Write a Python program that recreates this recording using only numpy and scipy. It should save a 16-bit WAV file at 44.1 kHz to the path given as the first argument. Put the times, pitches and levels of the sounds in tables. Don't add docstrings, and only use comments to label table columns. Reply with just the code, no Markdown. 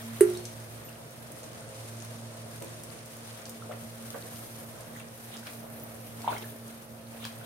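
import sys
import numpy as np
from scipy import signal
from scipy.fft import rfft, irfft, next_fast_len
from scipy.io import wavfile
from scipy.ndimage import uniform_filter1d, map_coordinates

SR = 44100
rng = np.random.default_rng(int(sys.argv[2]) if len(sys.argv) > 2 else 0)


def wav_out(sig):
    wavfile.write(sys.argv[1], SR, np.round(np.clip(np.atleast_2d(sig).T, -1, 1) * 32767).astype(np.int16))


N = 328721

# pitch_hz, relative_db
SAUCE_SPECTRUM = [(60, -29), (300, 1.5), (600, -0.5), (1300, -1.5), (2500, -3), (3800, -1), (4800, -11.5),
                  (15000, -9)]
# crest_s, level_db, length_s
STROKES = [(3.42, -51, .6), (3.72, -54, .12), (4.15, -57, .4), (4.986, -45.5, 0.15), (5.344, -43, .14),
           (5.473, -41, .07), (6.315, -39, 0.26), (6.69, -51, 0.14), (7.23, -45.5, 0.25),
           (7.415, -48.5, .1)]
# time_s, fizz_db, finest_fizz_db
SIMMER_LEVELS = [(0.0, -56.5, -62), (0.33, -50.5, -55), (0.46, -55.5, -62), (1.04, -57, -62),
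                 (1.64, -54.5, -68), (1.82, -53, -62.5), (2.97, -54, -64), (3.3, -53, -60.5),
                 (3.84, -56, -62), (4.34, -53, -56.5), (5.04, -58, -61), (5.5, -54.5, -56.5),
                 (5.79, -61.5, -57), (6.2, -55.5, -58), (6.97, -60, -60), (7.45, -59, -61)]
# pitch_hz, relative_db
FIZZ_SPECTRUM = [(100, -51), (700, 2), (1500, 1.5), (2500, 0.5), (5000, 0), (9000, 2), (13000, 2),
                 (15800, -11)]
# time_s, level_db
MOTOR_LEVELS = [(0.0, -56), (0.04, -48), (0.74, -49), (1.22, -69), (1.91, -45), (2.8, -51.5), (3.15, -61),
                (3.26, -48.5), (3.53, -63), (3.63, -49.5), (5.39, -59), (6.39, -48.5), (6.68, -57),
                (6.76, -75), (6.83, -59), (7.45, -51.5)]
# time_s, level_db
BLADE_LEVELS = [(0, -44.5), (.6, -57.5), (1.85, -58), (2.2, -48.5), (2.6, -55.5), (3.7, -51.5),
                (4.6, -52.5), (6.3, -51), (7.45, -51)]
# pitch_hz, rms_db
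FAN_TONES = [(296, -73.5), (342, -72), (354, -67), (422, -66.5), (456, -67), (516, -77), (532, -62),
             (635, -65), (680, -70), (840, -74.5)]
# pitch_hz, relative_db
AIR_SPECTRUM = [(25, -19), (45, -13.5), (90, -4.5), (150, 0.5), (200, -7.5), (300, -5), (380, -9.5),
                (480, -2.5), (660, -1.5), (800, -10), (1400, -11), (2500, -17), (6000, -26)]
# start_s, level_db
KNOCK = (.2082, -13.5)
# pitch_hz, level_db, fall_by_60_db_s
PAN_MODES = [(357, -0.5, 0.38), (408, 1.7, 0.27), (550, -16.5, 0.015), (1010, -30, 0.0082),
             (1880, -11.5, 0.005), (1387, -32, 0.34), (1960, -29, .1), (2860, -30, 0.065),
             (3960, -34, 0.053), (8723, -32, .17), (9300, -27, .1), (9507, -30, .2), (9881, -36, .2)]
# level_over_knock_db, centre_hz, width_octaves, fall_by_60_db_s
KNOCK_NOISE = [(0, 9550, .33, 0.021), (-10, 3500, 1, 0.0077), (-20, 1600, 0.5, 0.18)]
# start_s, level_db, centre_hz, width_octaves
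TAPS = [(2.612, -32, 330, .55), (2.62, -31.5, 1000, 1.2), (3.693, -31, 575, 0.35), (3.718, -32, 800, 1.4),
        (4.143, -31, 564, 0.39), (4.1432, -32.5, 1350, 0.32), (4.998, -38, 2400, .35),
        (5.469, -30, 2800, 0.86), (6.218, -27, 4500, 1.4), (6.279, -29, 2780, .3), (6.283, -32, 1010, .3),
        (6.318, -24.5, 517, 1), (7.241, -30.5, 3180, 0.63), (7.2515, -18.5, 1800, 2.3)]
# start_s, level_db, centre_hz
SPITS = [(0.373, -29, 7000), (0.4533, -23.5, 5960), (1.319, -32, 9500), (2.0015, -34, 5740),
         (2.0479, -34, 6300), (2.623, -28.5, 8500), (2.645, -33, 9500), (2.8356, -29.5, 8500),
         (3.0588, -32.5, 9500), (3.168, -34, 9500), (3.455, -30.5, 5460), (3.495, -27, 8360),
         (4.359, -35.5, 5000), (4.8076, -33.5, 8000), (5.368, -31.5, 4900), (6.382, -30.5, 6000),
         (6.6794, -33, 8800)]
# pitch_hz, difference_db
SHADOW = [(700, -3), (3000, 0), (6000, 1), (9000, 0.5), (15000, 8)]
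# start_s, peak_db, starting_pitch_hz
PLOPS = [(.351, -40, 3700), (0.372, -37, 4220), (.886, -43, 2720), (3.622, -37, 1290), (3.713, -35, 1270),
         (3.725, -40, 1980), (4.962, -42.5, 1900), (5.429, -43, 1470), (6.244, -29, 870),
         (6.2766, -15, 892), (6.284, -36, 3480), (6.304, -34, 970), (6.329, -31, 1380), (6.364, -34, 2070),
         (6.373, -38, 3060), (6.442, -39, 1680), (7.146, -38.5, 604), (7.2437, -31.5, 3130),
         (7.252, -38.5, 1090), (7.413, -42.5, 1440)]
# start_s, starting_level_db, pitch_hz, fall_by_60_db_s
HIGH_TONES = [(.847, -45, 14100, .2), (.853, -47, 12000, 0.33), (5.8357, -31, 14900, .025)]
# pitch_hz, likeness (1 = the same, no unit)
ALIKE = [(30, -0.0017), (100, 0.77), (280, 0.81), (480, 0.31), (700, 0.24), (1500, -0.12), (4000, -0.18),
         (9000, -0.022)]
# pitch_hz, fall_by_60_db_s
KITCHEN_ECHO = [(150, 0.45), (1000, 0.28), (4000, 0.29), (14000, 0.11)]
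# pitch_hz, gain_db
MICROPHONE = [(20, -4), (55, 1), (6300, -1), (7700, -4.5), (8700, 2), (9500, 0.5), (10800, -3), (16000, -2)]

POUR_DB, POUR_END_S, POUR_FADE_DB_PER_S = -50.5, 0.35, 130
STROKE_RISE, STROKE_RANGE_DB = 0.45, 13.5
MAINS_HZ = 60
MOTOR_HZ, MOTOR_DRIFT_HZ = 113.4, 0.22
BLADE_HZ, BLADE_FLUTTER_DB = 228.4, 2.3
TAP_T60_S, TAP_BAND_HZ, TAP_DAMPING = 0.04, 960, 0.74
SPIT_OCTAVES, SPIT_T60_S = 0.64, 0.017
SMALL_SPITS_PER_S, SMALL_SPIT_DB, SMALL_SPIT_HZ = 4, -39, 9500
PLOP_T60_S, PLOP_HZ, PLOP_DAMPING = 0.0165, 1000, 0.15
TOP_HZ = 15830


def amp(db):
    return 10 ** (np.asarray(db) / 20)


def unit(x):
    return x / np.sqrt(np.mean(x ** 2) + 1e-20)


def along(points, hz):
    point_hz, value = np.transpose(points)
    return np.interp(np.log(hz + 1), np.log(point_hz + 1), value)


def curves(rows):
    time_s, *columns = np.transpose(rows)
    return [np.interp(np.arange(N) / SR, time_s, column) for column in columns]


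def wobble(rate):
    points = rng.standard_normal(int(N * rate / SR) + 4)
    return map_coordinates(points, [np.arange(N) * rate / SR])


def filtered(x, response):
    length = x.shape[-1]
    padded = next_fast_len(length + SR // 4)
    hz = np.fft.rfftfreq(padded, 1 / SR)
    return irfft(rfft(x, padded) * response(hz), padded)[..., :length]


def add(track, start_s, sound):
    part = track[:, round(start_s * SR):][:, :sound.shape[-1]]
    part += sound[..., :part.shape[-1]]


def panned(x, left_db):
    return x * amp([[left_db / 2], [-left_db / 2]])


def diffuse(pair, spectrum):
    def shares(hz):
        turn = np.arccos(np.clip(along(ALIKE, hz), -1, 1)) / 2
        return amp(along(spectrum, hz)) * [np.cos(turn), np.sin(turn)]

    middle, side = filtered(pair, shares)
    return unit(np.array([middle + side, middle - side]))


def patchy(depth_db):
    spectrum = signal.stft(rng.standard_normal((2, N)), nperseg=512)[2]
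    patches = rng.standard_normal(spectrum.shape[1:])
    patches = uniform_filter1d(patches, size=12, axis=0)
    patches = uniform_filter1d(patches, size=8, axis=1)
    noise = signal.istft(spectrum * amp(depth_db * unit(patches)), nperseg=512)[1]
    return unit(noise[:, :N])


def bubbles(count, hz, octaves, cycles, spread_db, size):
    start = rng.integers(0, N, (count, 1))
    samples = np.arange(size)
    pitch = hz * 2 ** np.clip(octaves * rng.standard_normal((count, 1)), -2, 1)
    turns = pitch * samples / SR
    age = turns / cycles
    strength = amp(spread_db * np.minimum(rng.exponential(size=(count, 1)), 4))
    rings = strength * np.sin(2 * np.pi * turns * (1 + age / 20)) * np.exp(-age)
    where = (start + samples).ravel()
    channels = []
    for _ in range(2):
        weighted = rings * rng.standard_normal((count, 1))
        channels.append(np.bincount(where, weighted.ravel(), N + size)[:N])
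    return unit(np.array(channels))


def slosh():
    t = np.arange(N) / SR
    motion = amp(POUR_DB - POUR_FADE_DB_PER_S * np.maximum(t - POUR_END_S, 0))
    for crest_s, db, length_s in STROKES:
        rising, falling = (crest_s - t) / STROKE_RISE, (t - crest_s) / (1 - STROKE_RISE)
        from_crest = np.maximum(rising, falling) / length_s
        motion = np.hypot(motion, amp(db - STROKE_RANGE_DB * from_crest))
    gurgle = bubbles(count=3500, hz=1865, octaves=0.735, cycles=2.4, spread_db=-2, size=700)
    swish = amp(3.2 * wobble(70)) * patchy(depth_db=4.0)
    return motion * diffuse(0.38 * gurgle + swish, SAUCE_SPECTRUM)


def simmer(bright_hz=10800, flutter_db=1.23, surge_db=1.25, fine_surge_db=2.0):
    fizz_db, fine_db = curves(SIMMER_LEVELS)
    crackle = bubbles(count=7000, hz=8720, octaves=0.584, cycles=3.4, spread_db=5.5, size=96)
    snaps = bubbles(count=500, hz=9100, octaves=0.21, cycles=0.76, spread_db=6.0, size=32)
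    hiss = amp(flutter_db * wobble(110)) * rng.standard_normal((2, N))
    fizz = diffuse(hiss + 0.22 * crackle + 0.12 * snaps, FIZZ_SPECTRUM)
    fizz = amp(surge_db * wobble(15)) * fizz
    fine = filtered(fizz, lambda hz: 1 - 1 / (1 + (hz / bright_hz) ** 10))
    body = amp(fizz_db + 5.5) * (fizz - fine)
    top = amp(fine_db + 12 + fine_surge_db * wobble(9)) * fine
    return panned(body + top, left_db=0.9)


def fan(mains_db=-57.5, motor_gain_db=0.1):
    motor_db, = curves(MOTOR_LEVELS)
    blade_db, = curves(BLADE_LEVELS)
    t = np.arange(N) / SR
    pitch = MOTOR_HZ + MOTOR_DRIFT_HZ * wobble(1.98)
    motor = amp(motor_db + motor_gain_db) * unit(np.sin(2 * np.pi * np.cumsum(pitch) / SR))
    mains = amp(mains_db) * unit(np.sin(2 * np.pi * 2 * MAINS_HZ * t))

    flutter = 1 + (amp(BLADE_FLUTTER_DB) - 1) * wobble(13)
    blades = amp(blade_db) * flutter * unit(np.sin(2 * np.pi * BLADE_HZ * t + 0.28 * wobble(24)))
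    tones = np.zeros(N)
    for hz, db in FAN_TONES:
        swell = 1 + 0.5 * wobble(7)
        tones += amp(db) * unit(swell * np.sin(2 * np.pi * hz * t + 0.87 * wobble(8)))
    air = amp(-48.5 + 0.75 * wobble(3.97)) * diffuse(patchy(depth_db=1.4), AIR_SPECTRUM)
    return panned(motor + mains + blades + tones, left_db=-2.5) + panned(air, left_db=-1.3)


def pan_ring(first_swing=0.82, settle_s=0.01):
    out, t = np.zeros((2, N)), np.arange(SR * 3 // 4) / SR
    start_s, knock_db = KNOCK
    ring = np.zeros(len(t))
    for k, (hz, db, t60) in enumerate(PAN_MODES):
        ring += (-1) ** k * amp(db - 60 * t / t60) * np.sin(2 * np.pi * hz * t)
    add(out, start_s, amp(knock_db) * ring * (1 + first_swing * np.exp(-t / settle_s)))
    return panned(out, left_db=-4.5)


def burst(db, centre, octaves, t60):
    t = np.arange(SR // 6) / SR

    def band(hz):
        return np.exp(-(np.log2((hz + 1) / centre) / octaves) ** 2 / 2)

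    source = rng.standard_normal(len(t)) + 1.07 * rng.standard_normal((2, len(t)))
    noise = unit(filtered(source, band))
    attack = 1 - np.exp(-t * centre)
    return amp(db - 6.0) * noise * amp(-60 * t / t60) * attack


def contacts():
    out = np.zeros((2, N))
    knock_s, knock_db = KNOCK
    for db, centre, octaves, t60 in KNOCK_NOISE:
        add(out, knock_s, burst(knock_db + db, centre, octaves, t60))
    for start_s, db, centre in SPITS:
        add(out, start_s, burst(db, centre, SPIT_OCTAVES, SPIT_T60_S))
    for when, strength, size in rng.random((round(SMALL_SPITS_PER_S * N / SR), 3)):
        db = SMALL_SPIT_DB + 6 * (strength - 0.5)
        centre = SMALL_SPIT_HZ * 2 ** (size - 0.5)
        add(out, when * N / SR, burst(db, centre, SPIT_OCTAVES, SPIT_T60_S))
    for start_s, db, centre, octaves in TAPS:
        t60 = TAP_T60_S * (TAP_BAND_HZ / (centre * octaves)) ** TAP_DAMPING
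        add(out, start_s, burst(db, centre, octaves, t60))
    return filtered(out, lambda hz: amp(np.outer([0.5, -0.5], along(SHADOW, hz))))


def plops(rise=0.15, swell=0.07):
    out, t = np.zeros((2, N)), np.arange(SR // 8) / SR
    for start_s, db, hz in PLOPS:
        age = t / (PLOP_T60_S * (PLOP_HZ / hz) ** PLOP_DAMPING)
        shape = amp(-60 * age) * (1 - np.exp(-(age / swell) ** 2))
        pitch = hz * (1 + rise * np.minimum(age, 1))
        phase = 2 * np.pi * np.cumsum(pitch) / SR
        add(out, start_s, amp(db) * shape / shape.max() * np.sin(phase))
    return out


def high_tones(rough=0.8):
    out, t = np.zeros((2, N)), np.arange(SR // 4) / SR
    for start_s, db, hz, t60 in HIGH_TONES:
        phase = 2 * np.pi * hz * t + rough * wobble(400)[:len(t)]
        add(out, start_s, amp(db - 60 * t / t60) * np.sin(phase))
    return out


def kitchen(x):
    hz, t, spectrum = signal.stft(rng.standard_normal((2, SR // 2)), SR, nperseg=256)
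    fade = amp(-60 * t / along(KITCHEN_ECHO, hz)[:, None])
    tail = signal.istft(spectrum * fade, SR, nperseg=256)[1]
    tail = np.pad(tail, ((0, 0), (round(0.0036 * SR), 0)))
    return signal.fftconvolve(x, tail / np.linalg.norm(tail[0]), axes=1)[:, :N]


def scene():
    steady = slosh() + simmer() + fan()
    ring, touches, pockets, high = pan_ring(), contacts(), plops(), high_tones()
    room = kitchen(amp(-16) * ring + amp(-2.0) * touches + amp(-2.5) * pockets)
    return ring + touches + pockets + high + room + steady


def record(dry):
    return filtered(dry, lambda hz: amp(along(MICROPHONE, hz)) * (hz < TOP_HZ))


dry = scene()
out = record(dry)
wav_out(out)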